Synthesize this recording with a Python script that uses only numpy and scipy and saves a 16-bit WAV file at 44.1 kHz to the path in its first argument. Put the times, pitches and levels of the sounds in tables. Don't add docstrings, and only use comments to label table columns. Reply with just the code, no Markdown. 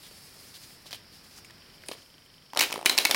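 import sys
import numpy as np
from scipy import signal
from scipy.fft import rfft, irfft
from scipy.io import wavfile

SR = 44100
rng = np.random.default_rng(int(sys.argv[2]) if len(sys.argv) > 2 else 0)


def convert_level_to_amplitude(level_db):
    exponent = np.asarray(level_db, float) / 20
    return 10 ** exponent


def inscribe(sig):
    pcm = np.round(np.clip(np.atleast_2d(sig).T, -1, 1) * 32767)
    wavfile.write(sys.argv[1], SR, pcm.astype(np.int16))


N = 138915
T = np.arange(N) / SR


def rms_one(x):
    return x / np.sqrt(np.mean(x ** 2) + 1e-20)


def curve(rows):
    s, db = np.transpose(rows)
    return np.interp(T, s, db)


def colour(x, points):
    size = 4096
    hz, db = np.transpose(points)
    bin_hz = np.arange(size // 2 + 1) * SR / size
    log_gain = np.interp(np.log(bin_hz + 1), np.log(hz), db) * np.log(10) / 20
    cepstrum = irfft(log_gain)
    cepstrum[1:size // 2] *= 2
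    cepstrum[size // 2 + 1:] = 0
    response = irfft(np.exp(rfft(cepstrum)))
    return signal.fftconvolve(x, response / np.sqrt(np.sum(response ** 2)))[:len(x)]


def peak(x, hz, width):
    r = np.exp(-np.pi * width / SR)
    poles = [1, -2 * r * np.cos(2 * np.pi * hz / SR), r * r]
    return signal.lfilter([(1 - r * r) / 2, 0, (r * r - 1) / 2], poles, x)


def ring(x, hz, t60):
    r, w = convert_level_to_amplitude(-60 / (t60 * SR)), 2 * np.pi * hz / SR
    return signal.lfilter([0, np.sin(w)], [1, -2 * r * np.cos(w), r * r], x)


def drift(rate):
    steps = rng.standard_normal(2000)
    return np.interp(T * rate * 2, np.arange(len(steps)), steps)


def grit(rough_db):
    unevenness_db = rough_db * drift(250) + 1.5 * drift(25)
    return rms_one(rng.standard_normal(N) * convert_level_to_amplitude(unevenness_db))


def ease_db():
    return -3 * np.clip((T - 2) / 0.018, 0, 1)


def air():
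    # frequency in Hz, level in dB per Hz.
    hum_colour = [(15, -36), (25, -6), (161, 0), (381, -7.5), (999, -14.5), (2100, -12.5), (2700, -15),
                  (4200, -17)]
    hum_db, hiss_db = -58, -64
    hum = colour(rng.standard_normal(N), list(hum_colour) + [(6000, -30)]) * convert_level_to_amplitude(hum_db + .8 * drift(6))
    hiss = colour(rng.standard_normal(N), [(3000, 30), (6000, 2.5), (16000, 0)])
    return hum + convert_level_to_amplitude(hiss_db) * hiss


def lens_drive():
    # centre in Hz, width in Hz, level in dB.
    whirr_bands = [(4700, 900, -2), (5100, 700, -2), (5420, 500, -1)]
    # frequency in Hz, level in dB, t60 in seconds.
    tick_modes = [(3110, 0, .018), (3600, -4, .008), (5300, -6, .008)]
    whirr_db, whirr_top_hz = -58.5, 5900
    tick_db, tick_start_s, tick_period_s, wake_s = -48, 1.541, .04, .12

    white = rng.standard_normal(N) * convert_level_to_amplitude(0.73 * drift(30))
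    whirr = np.zeros(N)
    for hz, width, db in whirr_bands:
        shifted = np.roll(white, int(hz))
        whirr += convert_level_to_amplitude(db) * peak(peak(shifted, hz, width), hz, width)
    whirr = signal.sosfilt(signal.butter(8, whirr_top_hz, fs=SR, output="sos"), rms_one(whirr))

    starts = np.arange(tick_start_s, T[-1] - .01, tick_period_s)
    wake = np.clip(.4 + (starts - starts[0]) / wake_s, 0, 1)
    ticks = np.zeros(N)
    for hz, db, t60 in tick_modes:
        clicks = np.full(N, 1e-18)
        late, uneven = rng.standard_normal((2, len(starts)))
        places = ((starts + .001 * np.abs(late)) * SR).astype(int)
        clicks[places] = convert_level_to_amplitude(tick_db + db + 1.5 * uneven) * wake
        ticks += ring(clicks, hz, t60)
    return convert_level_to_amplitude(whirr_db + ease_db()) * whirr + ticks


def rubs():
    # start in seconds, length in seconds, level in dB, centre in Hz.
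    strokes = [(0.025, 0.044, -53, 3530), (0.245, 0.0053, -61, 9000), (0.285, 0.0064, -62, 9000),
               (0.46, 0.035, -57.5, 5460), (0.536, 0.033, -49, 3950), (0.62, 0.024, -52, 4560),
               (0.854, 0.032, -52.5, 4100), (0.908, 0.015, -52, 4800), (0.936, 0.018, -46, 3100),
               (1.117, 0.053, -58, 4140), (1.234, 0.031, -58, 3970), (1.302, 0.085, -58, 4720),
               (1.355, 0.032, -55, 6140), (1.442, 0.0065, -54, 7200), (1.854, 0.083, -58, 9300),
               (1.913, 0.023, -50.5, 4120), (1.963, 0.069, -62, 4900)]
    # frequency in Hz, level in dB per Hz.
    stroke_colour = [(200, -16), (1000, -9), (2800, -5), (4800, 0), (6000, -9), (10000, -7), (16000, -10)]
    # time in seconds, level in dB.
    hands = [(0, -56.5), (.75, -58), (.78, -62), (1.05, -67.5), (1.2, -63), (1.5, -66), (2.0, -66),
             (2.3, -68.5)]
    # frequency in Hz, level in dB per Hz.
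    rustle_colour = [(200, -18), (1000, -13), (2800, -9), (4800, 0), (6000, -8), (10000, -7), (16000, -11)]
    rise_s, fall_s, broad_db = .008, .012, -3

    broad = rms_one(colour(grit(2.0), stroke_colour))
    out = convert_level_to_amplitude(curve(hands) + 2.5) * rms_one(colour(grit(0.41), rustle_colour))
    for s, length, db, hz in strokes:
        rise = np.clip((T - s) / rise_s, 0, 1)
        fall = np.exp(-np.maximum(T - s - length, 0) / fall_s)
        pitched = rms_one(peak(grit(2.0), hz, .3 * hz))
        out += convert_level_to_amplitude(db) * rise * fall * (pitched + convert_level_to_amplitude(broad_db) * broad)
    return out


def slide():
    # start in seconds, level in dB, t60 in seconds.
    scrapes = [(2.575, -38.5, 0.13), (2.598, -32.5, 0.22), (2.619, -25.5, 0.24), (2.723, -40, 0.3),
               (2.87, -30.5, 0.26), (2.905, -29, 0.23), (2.991, -28.5, 0.4), (3.060, -33, .2),
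               (3.115, -30.5, 0.22)]
    # frequency in Hz, level in dB per Hz.
    scrape_colour = [(150, -35), (250, 0.5), (2090, -5.5), (2400, -5), (3230, 0), (7570, -14),
                     (13900, -12.5), (16000, -18)]
    rise_s = 0.0086
    power = np.zeros(N)
    for s, db, t60 in scrapes:
        rise = np.clip((T - s) / rise_s, 0, 1)
        fall_db = -60 * np.maximum(T - s, 0) / t60
        power += (rise * convert_level_to_amplitude(db + fall_db)) ** 2
    return np.sqrt(power) * rms_one(colour(grit(1.1), scrape_colour))


def cards(rows, push_s, ring_db, cycles, flap_t60, thud_db):
    # frequency in Hz, level in dB per Hz.
    edge_colour = [(350, -74.5), (600, -9), (1390, -9), (2210, 2), (3340, -1), (3990, 5), (7020, -5),
                   (14100, -9.5), (16000, -10)]
    spike_s, spike_db = 0.00022, -2.5
    thud_hz, thud_t60 = 345, 0.058

    t = np.arange(4096) / SR
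    out = np.zeros(N + len(t))
    for s, db, hz, crack_ms, flap_db, flap_hz in rows:
        crack_s = crack_ms / 1000
        burst, soft = rng.standard_normal((2, len(t)))
        burst = burst * (np.exp(-t / crack_s) + convert_level_to_amplitude(spike_db) * np.exp(-t / spike_s))
        burst[1] += 2.33 * np.sign(burst[1])
        crack = colour(burst, edge_colour)
        edge = ring(soft * np.exp(-t / (1.44 * crack_s)), hz, cycles / hz)
        hit = crack / np.abs(crack).max() + convert_level_to_amplitude(ring_db) * edge / np.abs(edge).max()

        push = (1 + 1.08 * soft) * np.exp(-t / push_s) * (1 - np.exp(-t / 0.00028))
        hollow = peak(push, flap_hz, 2.2 / flap_t60)
        flap = peak(hollow + .4 * push, flap_hz, 1.4 * flap_hz)
        thud = ring(push, thud_hz * rng.uniform(0.826, 1.227), thud_t60)
        low = flap / np.abs(flap).max() + convert_level_to_amplitude(thud_db) * thud / np.abs(thud).max()

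        i = int(s * SR)
        out[i:i + len(t)] += convert_level_to_amplitude(db) * hit / np.abs(hit).max() + convert_level_to_amplitude(flap_db) * low
    return out[:N]


def soft_contacts(rows, **body):
    crack_ms = 1.53
    contacts = [(s, db, hz, crack_ms, flap_db, flap_hz) for s, db, hz, flap_db, flap_hz in rows]
    return cards(contacts, push_s=0.0014, **body)


def taps():
    # time in seconds, tick in dB, edge ring in Hz, flap in dB, flap pitch in Hz.
    tap_rows = [(.1111, -50, 3000, -47, 500), (.5780, -43, 4500, -64, 800), (.6170, -44, 4500, -64, 800),
                (.7055, -46, 2200, -54, 800), (.8582, -54, 1800, -44, 750), (.8650, -42, 3500, -52, 700),
                (.9088, -33, 4900, -56, 700), (.9122, -35, 4900, -60, 700), (.9175, -35, 3200, -50, 700),
                (.9290, -24, 3150, -40, 600), (.9292, -29, 4400, -50, 1800), (.9330, -29, 4300, -42, 600),
                (.9360, -31, 3150, -50, 600), (.9460, -34, 3000, -44, 600), (1.379, -40, 4800, -56, 1500),
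                (1.3853, -50, 3000, -44, 1000), (1.4465, -43, 2500, -54, 400),
                (1.4990, -44, 2000, -54, 400), (1.5050, -44, 1800, -60, 900),
                (1.5080, -38, 4000, -56, 1700), (1.8363, -40, 1850, -46, 1850),
                (1.8853, -26, 4500, -40, 700), (1.8853, -31, 2500, -50, 700), (1.8853, -27, 9000, -50, 700),
                (1.8875, -32, 4900, -50, 600), (1.8910, -38, 2600, -30, 400), (1.9142, -31, 4100, -27, 600),
                (1.9165, -31, 4100, -44, 600), (1.9185, -33, 2900, -40, 700), (1.934, -42, 1900, -44, 900),
                (1.9500, -52, 2000, -40, 500)]
    return soft_contacts(tap_rows, ring_db=1.5, cycles=13.0, flap_t60=.004, thud_db=-10)


def flaps():
    # time in seconds, tick in dB, edge ring in Hz, flap in dB, flap pitch in Hz.
    flap_rows = [(2.5338, -33, 4500, -30, 870), (2.5488, -31, 5200, -35, 900),
                 (2.5601, -38, 4600, -27, 900), (2.562, -55, 1500, -24, 900),
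                 (2.5645, -55, 1500, -24, 1200), (2.567, -58, 1500, -30, 750),
                 (2.5755, -50, 1500, -23.5, 750), (2.587, -50, 3900, -27, 800),
                 (2.5723, -46, 3000, -19.5, 780), (2.5845, -37, 3900, -25.5, 800),
                 (2.7013, -36, 3200, -27.5, 900), (2.708, -26, 5900, -30, 816),
                 (2.72, -28, 5400, -25.5, 604), (2.723, -30, 5330, -32.5, 493),
                 (2.7404, -26, 9950, -23.5, 564), (2.7587, -30, 2400, -21, 800),
                 (2.7775, -36, 9600, -26, 507), (2.7910, -41, 9000, -27, 800),
                 (2.8127, -33, 8900, -30, 774), (2.8278, -40, 9700, -29.5, 754),
                 (2.8484, -37, 9400, -27.5, 716), (2.8550, -27, 5950, -34, 910),
                 (2.9507, -39, 3000, -30, 700), (2.9260, -22, 3030, -38, 704),
                 (2.9724, -25, 7900, -30, 600), (3.046, -33, 2420, -25, 710), (3.095, -25, 8000, -25, 584),
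                 (3.102, -21, 3010, -25, 550), (3.1400, -35, 3000, -26, 497)]
    return soft_contacts(flap_rows, ring_db=-4, cycles=12.0, flap_t60=.008, thud_db=-13)


def snaps():
    # time in seconds, peak in dB, edge ring in Hz, crack in ms.
    snap_rows = [(2.5728, -6.5, 4130, 1.4), (2.5912, -4, 3660, 0.67), (2.5944, -2.5, 5800, 1.0),
                 (2.5972, -9, 2200, 1), (2.6074, -1.5, 2980, 1.5), (2.6108, -1.5, 2560, 1.2),
                 (2.618, -7.5, 3970, 2), (2.6232, -9, 2620, 1.9), (2.6265, -11, 2500, 2.1),
                 (2.6294, -17, 2530, 2), (2.636, -9, 2550, 1.5), (2.7257, -12, 2500, 1.24),
                 (2.8587, 2, 3840, 1.45), (2.8613, 0, 2210, 1.7), (2.8645, -8, 3900, 1.5),
                 (2.8724, -14, 3950, 1.8), (2.8955, 0, 4000, 1.7), (2.8985, -9, 2300, 1.7),
                 (2.9776, -1, 4080, 1), (2.9792, -3.5, 4360, 2.1), (2.9853, 1, 3980, 1.47),
                 (3.051, -0.5, 2500, 1.7), (3.0547, -1.5, 2240, 1.6), (3.07, -15.5, 3700, 1.5),
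                 (3.1104, -1, 3900, 2.1), (3.1454, -1.5, 2500, 2.1)]
    lag_s, flap_db, flap_hz = .0006, -26.5, 800
    contacts = []
    for s, db, hz, crack_ms in snap_rows:
        pitch = flap_hz * rng.uniform(1.0, 1.1)
        contacts.append((s + lag_s, db - 3.5, hz, crack_ms, db + flap_db, pitch))
    return cards(contacts, push_s=0.004, ring_db=-7, cycles=24.0, flap_t60=.0093, thud_db=-7)


def room(x):
    t60, level_db, delay_s = 0.28, -12, 0.0065
    t = T[:SR // 2]
    low, high = rng.standard_normal((2, len(t)))
    dark = peak(low, 1500, 5700) * convert_level_to_amplitude(-60 * t / t60)
    bright = 0.63 * high * convert_level_to_amplitude(-60 * t / (1.15 * t60))
    tail = (dark + bright) * (t > delay_s)
    return convert_level_to_amplitude(level_db) * signal.fftconvolve(x, tail / np.sqrt(np.sum(tail ** 2)))[:N]


def microphone(near):
    # centre in Hz, width in Hz, gain in dB.
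    housing = [(2200, 300, .3), (3750, 970, -2.5), (9730, 370, 4)]
    near = near + sum((convert_level_to_amplitude(db) - 1) * peak(near, hz, width) for hz, width, db in housing)
    return signal.sosfilt(signal.butter(2, 210, "high", fs=SR, output="sos"), near)


def scene():
    hits = snaps() + flaps() + taps()
    near = microphone(hits + room(hits) + slide() + rubs())
    mid = convert_level_to_amplitude(1.0) * near + lens_drive() + convert_level_to_amplitude(ease_db()) * air()
    late = np.roll(mid, 37) - np.roll(mid, 90)
    treble = peak(peak(hits, 7400, 9000), 7400, 9000)
    side = convert_level_to_amplitude(-40) * late + convert_level_to_amplitude(-29) * treble
    return np.array([mid + side, mid - side])


def low_pass(x):
    return signal.sosfilt(signal.butter(12, 16990, fs=SR, output="sos"), x)


def record(dry):
    rounded = .8 * np.tanh(dry / .8)
    top_cut = signal.cheby2(24, 36, 16080, fs=SR, output="sos")
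    return low_pass(signal.sosfilt(top_cut, rounded))


dry = scene()
out = record(dry)
inscribe(out)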